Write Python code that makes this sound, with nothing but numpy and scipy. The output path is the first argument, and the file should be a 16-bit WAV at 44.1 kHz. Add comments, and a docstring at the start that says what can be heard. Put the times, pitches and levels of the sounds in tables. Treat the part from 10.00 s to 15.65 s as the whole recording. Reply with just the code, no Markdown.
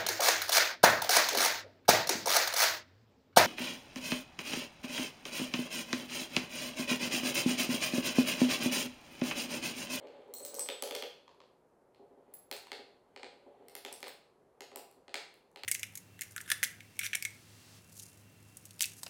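"""Marbles on a wooden run

Glass marbles roll along wooden rails on a sloping board, drop from rail to rail and bump two metal spinners.
Each knock is a clack of rail modes, a hard tick of filtered contact noise and a thud of board modes.
Rolling is a rain of small bumps on the board; the spinners ring as dying sines.
The microphone also hears a bare room, as a floor bounce, a wall slap and a tail, over quiet air noise."""
import sys
import numpy as np
from scipy import signal
from scipy.fft import rfft, irfft
from scipy.io import wavfile

SR = 44100
rng = np.random.default_rng(int(sys.argv[2]) if len(sys.argv) > 2 else 0)


def dump_mix(stems):
    """Bounce the given channels to the path in sys.argv[1] as a 16-bit WAV at rate SR."""
    frames = np.atleast_2d(stems).T  # one column per channel
    limited = np.clip(frames, -1, 1)  # hard clip at full scale
    pcm = np.round(limited * 32767).astype(np.int16)
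    wavfile.write(sys.argv[1], SR, pcm)


def magnitude_from_level(level_db):
    """Linear magnitude for a level in decibels (20 dB per decade)."""
    exponent = np.asarray(level_db, float) / 20
    return 10 ** exponent


N = 249165

# modes of the wooden board: pitch_hz, width_hz, top_edge_push_db, lower_push_db (relative levels)
BOARD_MODES = [(261.5, 36.7, 2.5, -4.5), (294.2, 62, 5.5, -3.5), (343, 50, 3, -5), (406.4, 42, 9, 2.5),
               (445.4, 32.3, 9, -1.5), (493.8, 25, 8.5, -3.5), (571.3, 30, 10, -3), (693, 45, 1.5, -2.5),
               (808.3, 56, 4, -0.5), (993, 37, -3.5, -10), (1190, 130, 0, -10)]
LOWER_FROM_S = 1.7  # from here the marbles are on the lower rails
LOOSE_T60_S = 0.009  # decay of a loose rail's note


def evened(x):
    """Scales to rms 1."""
    return x / np.sqrt(np.mean(x ** 2) + 1e-20)


def read(hz, at_hz, value):
    """Straight lines on a log-frequency axis."""
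    return np.interp(np.log(hz + 1), np.log(np.asarray(at_hz) + 1), value)


def add(mix, s, sound):
    """Mixes a sound in at time s."""
    part = mix[round(s * SR):][:len(sound)]
    part += sound[:len(part)]


def highpass(x, order, hz):
    """Butterworth filter that takes away the lows."""
    return signal.lfilter(*signal.butter(order, hz, "high", fs=SR), x)


def lowpass(x, order, hz):
    """Butterworth filter that takes away the highs."""
    return signal.lfilter(*signal.butter(order, hz, fs=SR), x)


def hiss(points):
    """Noise of rms 1 whose spectrum follows the given (Hz, relative dB) points."""
    hz = np.fft.rfftfreq(N, 1 / SR)
    spectrum = rfft(rng.standard_normal(N)) * magnitude_from_level(read(hz, *np.transpose(points)))
    return evened(irfft(spectrum, N))


def ring(hz, t60, length=.4):
    """One dying mode: a sine that falls 60 dB in t60 seconds."""
    t = np.arange(round(length * SR)) / SR
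    return magnitude_from_level(-60 * t / t60) * np.sin(2 * np.pi * hz * t)


def board(low, spread=0):
    """The board's answer, peak 1, to a push high or low on it; spread is a dB change of each mode."""
    hz, width, top_db, low_db = np.transpose(BOARD_MODES)
    sign = (-1) ** np.arange(len(hz))  # neighbouring modes swing in opposite senses
    level = sign * magnitude_from_level((low_db if low else top_db) + spread)
    # a resonance of width w Hz dies by 60 dB in 2.2 / w seconds
    modes = sum(a * ring(f, 2.2 / w) for f, w, a in zip(hz, width, level))
    return modes / abs(modes).max()


def air():
    """Quiet steady air noise beneath everything, as filtered noise."""
    # spectrum of the air noise: frequency_hz, relative_level_db
    air_spectrum = [(12, -28.5), (20, -23), (146, -10.5), (244, -10), (311, -8.5), (386, -2.5), (491, -5.5),
                    (912, -12), (1440, -21), (3230, -38), (7850, -38.5), (9480, -38.5), (12400, -40),
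                    (16100, -61), (22000, -120)]
    return magnitude_from_level(-68) * hiss(air_spectrum)


def room(x):
    """Single echoes, then sparse taps whose bands die at their own speed; three tails take turns."""
    # early reflections from floor and walls: delay_s, level_db
    reflections = [(.0009, -6), (.0033, -10), (0.0127, -4), (0.018, -18.5), (0.034, -12)]
    # tail of the bare room by band: frequency_hz, t60_s, relative_level_db
    tail_bands = [(205, 0.36, -8.5), (742, 0.47, 3), (2315, 0.5, 0), (4167, 0.47, 5.5), (8320, 0.38, 0.5),
                  (16000, 0.27, -0.5)]
    out = x.copy()
    dull = lowpass(x, 2, 9000)  # walls and floor scatter the treble
    for s, db in reflections:
        add(out, s, magnitude_from_level(db) * dull)
    at_hz, t60, db = np.transpose(tail_bands)
    turn = np.pi * 2.3 * np.arange(N) / SR
    for k in range(3):
        taps = np.zeros(SR)
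        at = np.arange(200, SR - 20, 20)
        taps[at + rng.integers(0, 20, len(at))] = rng.choice([-1., 1.], len(at))
        hz, t, z = signal.stft(taps, SR, nperseg=128)
        rise = 1 - .8 * np.exp(-(t / .016) ** 2)  # sound needs time to come back from the walls
        band_db = read(hz, at_hz, db)[:, None]
        fall_db = 60 * t / read(hz, at_hz, t60)[:, None]
        tail = signal.istft(z * rise * magnitude_from_level(band_db - fall_db), SR, nperseg=128)[1]
        tail = tail / np.linalg.norm(tail)
        share = np.sqrt(2 / 3) * np.cos(turn + k * np.pi / 3)  # the squared shares add up to 1
        out += magnitude_from_level(-1.5) * signal.oaconvolve(share * x, tail)[:N]
    return out


def rolling():
    """Small bumps under the marbles shake the board and scratch faintly."""
    # marbles rolling along the rails: time_s, rumble_db
    rumble_levels = [(0.0, -54.5), (0.39, -65.5), (0.53, -54), (1.2, -87), (1.62, -84), (1.8, -93),
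                     (1.95, -78.5), (2.2, -77), (2.34, -68.5), (2.49, -80), (2.9, -66.5), (2.98, -80),
                     (3.14, -72), (3.74, -65.5), (4.2, -106), (4.39, -80), (5.07, -81.5), (5.55, -102)]
    # grit under the glass: frequency_hz, relative_level_db
    grit_spectrum = [(880, -13.5), (1500, -0.5), (2920, -5.5), (4410, -12), (5370, -29.5), (8000, -23),
                     (10400, -51.5), (17600, -120)]
    bumps_per_s, scratch_db = 400, -15.5  # scratch is relative to the rumble
    t = np.arange(N) / SR
    level = magnitude_from_level(np.interp(t, *np.transpose(rumble_levels)))
    strength = magnitude_from_level(3 * np.minimum(rng.exponential(1, N), 3)) * rng.standard_normal(N)
    bumps = strength * (rng.random(N) < bumps_per_s / SR)
    bumps = lowpass(bumps, 1, 610)  # rolling bumps are soft and reach the high board modes less
    rumble = np.zeros(N)
    for low in (False, True):
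        here = bumps * ((t > LOWER_FROM_S) == low)
        rumble += signal.oaconvolve(here, board(low))[:N]
    return level * (evened(rumble) + magnitude_from_level(scratch_db) * hiss(grit_spectrum))


def lurches():
    """A marble lurches over a rough spot: a soft push that favours the low board modes."""
    # soft pushes on the board: start_s, peak_db
    soft_pushes = [(0.004, -55.5), (0.128, -69), (0.286, -46), (0.408, -48), (1.994, -49.5), (2.024, -51),
                   (2.109, -53), (2.173, -52), (2.277, -53), (2.329, -59), (2.79, -44.5), (3.463, -45.5),
                   (3.486, -59.5), (3.597, -51), (3.651, -55), (4.966, -53)]
    out, t = np.zeros(N), np.arange(400) / SR
    push = t * np.exp(-t / .0003)  # strongest after 0.3 ms
    for s, db in soft_pushes:
        hum = np.convolve(board(s > LOWER_FROM_S), push)
        add(out, s, magnitude_from_level(db) * hum / abs(hum).max())
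    return out


def spinner(modes, strikes):
    """Each strike excites the three families of metal modes by its own amounts."""
    out = np.zeros(N)
    for s, *family_db in strikes:
        bell = sum(magnitude_from_level(family_db[int(family)] + db) * ring(hz, t60) for hz, t60, family, db in modes)
        t = np.arange(len(bell)) / SR
        swell = 1 - np.exp(-t / .004)  # the arms take up the blow over a few ms
        add(out, s, bell * swell)
    return out


def spinners():
    """Two small metal spinners, one high and one low on the board, ring when marbles bump them."""
    # modes of each spinner: pitch_hz, t60_s, family (0-2), level_in_family_db
    upper_modes = [(4231, .08, 0, 0), (7905, .1, 1, 0), (8158, .13, 1, -3), (15110, .07, 2, 0),
                   (15520, .12, 2, -6)]
    lower_modes = [(8480, .09, 0, 0), (11080, .05, 1, 0), (14930, .05, 2, 0)]
    # strikes on each spinner: start_s, family_0_db, family_1_db, family_2_db
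    upper_hits = [(0.3378, -73.5, -48.5, -36), (0.36, -49.5, -42.5, -55), (0.4254, -67, -40.5, -62),
                  (0.4499, -52, -44, -38.5), (0.5616, -57.5, -38, -51), (0.5931, -56, -28, -64.5)]
    lower_hits = [(2.3373, -60, -38, -38), (2.5274, -62, -60, -39), (2.5651, -52, -80, -59),
                  (3.685, -79, -75, -57), (3.9226, -46, -43, -72), (4.0659, -53, -59, -72),
                  (4.0817, -86, -51, -46)]
    return spinner(upper_modes, upper_hits) + spinner(lower_modes, lower_hits)


def pings():
    """Short ringing notes, each one dying sine, most sounding together with a knock."""
    # short ringing notes: start_s, level_db, pitch_hz
    short_notes = [(0.3383, -40.5, 4140), (0.55, -41.5, 5750), (0.586, -38, 980), (0.5945, -40, 6460),
                   (1.2789, -51, 990), (1.4036, -62.5, 1040), (2.6692, -51, 1000)]
    out = np.zeros(N)
    for s, db, hz in short_notes:
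        add(out, s, -magnitude_from_level(db) * ring(hz, LOOSE_T60_S, .03))
    return out


def rail_clack(modes, lower, variation, loose_hz):
    """Short rail modes and a loose rail's note; random numbers vary each mode's pitch and level."""
    wood = 0
    for (f, t60, *db), v in zip(modes, variation):
        wood = wood + magnitude_from_level(db[lower] + 2 * v) * ring(f * (1 + v / 40), t60, .03)
    wood = highpass(wood, 2, 1610) / 3  # takes away the lows of the clack
    clack = wood + magnitude_from_level(-6) * ring(loose_hz, LOOSE_T60_S, .03)
    # glass presses into wood for a moment
    contact = np.exp(-(np.arange(32) / SR / .00006 - 3) ** 2)
    return np.convolve(clack, contact / contact.sum())


def glass_tick(grain):
    """One sharp contact of the glass, then a trace of chatter, kept to the treble."""
    t = np.arange(len(grain)) / SR
    tick = highpass((t == 0) + .3 * grain * np.exp(-t / .0007), 3, 6800)
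    return lowpass(tick, 1, 11140)


def knocks():
    """Clack of the rail, tick of the glass and thud of the board for each knock."""
    # marble knocks: start_s, clack_db, loose_rail_pitch_hz, board_thud_db, glass_tick_db
    marble_knocks = [(0.0715, -44, 2920, -79, -57), (0.169, -60.5, 2800, -78.5, -73),
                     (0.219, -56, 3300, -81.5, -66), (0.281, -74.5, 5000, -76, -54),
                     (0.3387, -57.5, 4170, -48.5, -21.5), (0.3844, -54, 4330, -53, -25),
                     (0.4031, -47, 4230, -47.5, -27), (0.45, -40, 4000, -47.5, -17),
                     (0.5434, -53, 5900, -54, -13), (0.551, -62, 5750, -53, -21),
                     (0.5941, -33, 6280, -42, -10), (0.6616, -38.5, 5900, -53, -34),
                     (0.6882, -21, 3640, -34, -19), (0.824, -27.5, 3220, -32.5, -10),
                     (0.8751, -35, 3350, -43.5, -23.5), (0.91, -27, 3520, -34.5, -22),
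                     (0.9506, -26, 5830, -52, -15.5), (0.9534, -28, 3400, -36, -21),
                     (1.024, -24.5, 3410, -36, -23), (1.2797, -44, 990, -58, -65),
                     (1.3465, -57, 1055, -68.5, -58), (1.4035, -43, 1047, -56, -65),
                     (1.947, -57.5, 4233, -66, -60), (2.339, -52, 2200, -89, -29.5),
                     (2.5136, -28.5, 4300, -38, -18.5), (2.5248, -40, 3560, -72, -39),
                     (2.5651, -38.5, 950, -66, -27.5), (2.6701, -43.5, 1020, -75, -43),
                     (2.7178, -27, 2290, -39.5, -28.5), (3.1624, -37, 2507, -44.5, -51),
                     (3.2317, -31.5, 2460, -40, -56), (3.6843, -46, 2250, -71, -31),
                     (3.7525, -34, 2220, -45.5, -21), (3.8498, -30, 3580, -39.5, -25.5),
                     (3.9166, -51, 4260, -46.5, -54), (3.9271, -46, 3030, -74, -19),
                     (4.0048, -53, 3992, -51.5, -31), (4.029, -30, 2460, -40, -26.5),
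                     (4.069, -37, 1080, -44, -40), (4.0808, -36.5, 2200, -74, -24.5),
                     (4.607, -34.5, 2190, -43.5, -24.5), (4.7167, -46.5, 900, -47, -71),
                     (4.7594, -37.5, 1220, -40.5, -17), (4.913, -58, 1206, -66, -40),
                     (5.081, -41, 2130, -47, -76), (5.1426, -21.5, 2420, -37.5, -23),
                     (5.3411, -54, 2830, -71, -41), (5.5153, -75, 1300, -81, -49),
                     (5.5601, -38.5, 4170, -47, -37.5), (5.6352, -29, 4430, -43.5, -28)]
    # rail modes: pitch_hz, t60_s, upper_rails_db, lower_rails_db (relative levels)
    rail_modes = [(2000, 0.0019, -15.5, -6.5), (2762, 0.00459, -1.5, 6.5), (3400, 0.0047, 1.5, 0.5),
                  (4257, 0.0035, 3.5, 6.5), (4900, 0.0029, 2.5, 5.5), (6560, 0.0012, 11, 5.5),
                  (7320, 0.0021, 5, -3), (8460, 0.0026, -11, 20)]
    out = np.zeros(N)
    for s, clack_db, hz, thud_db, tick_db in marble_knocks:
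        grain = rng.standard_normal(256)
        spread = rng.standard_normal(len(BOARD_MODES))  # a random dB change of each board mode
        variation = np.clip(rng.standard_normal(len(rail_modes)), -1.5, 1.5)
        lower = s > LOWER_FROM_S
        add(out, s, -magnitude_from_level(clack_db) * rail_clack(rail_modes, int(lower), variation, hz))
        add(out, s, magnitude_from_level(tick_db) * glass_tick(grain))
        add(out, s, magnitude_from_level(thud_db) * board(lower, spread))
    return out


def scene():
    """All sources share the room; quiet air noise lies beneath."""
    near = rolling() + lurches() + spinners() + pings() + knocks()
    # the small board radiates no deep bass
    near = signal.sosfilt(signal.butter(3, 200, "high", fs=SR, output="sos"), near)
    return (room(near) + air())[None]


def roll_off(x):
    """The treble ends steeply here."""
    return signal.sosfilt(signal.butter(12, 17060, fs=SR, output="sos"), x)


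def record(dry):
    """A steep lowpass at 16.3 kHz ends the treble of the finished mix."""
    edge = signal.firwin(255, 16300, window=("kaiser", 8), fs=SR)
    mix = signal.oaconvolve(dry, edge[None], "same")
    return roll_off(mix)


dry = scene()
out = record(dry)
dump_mix(out)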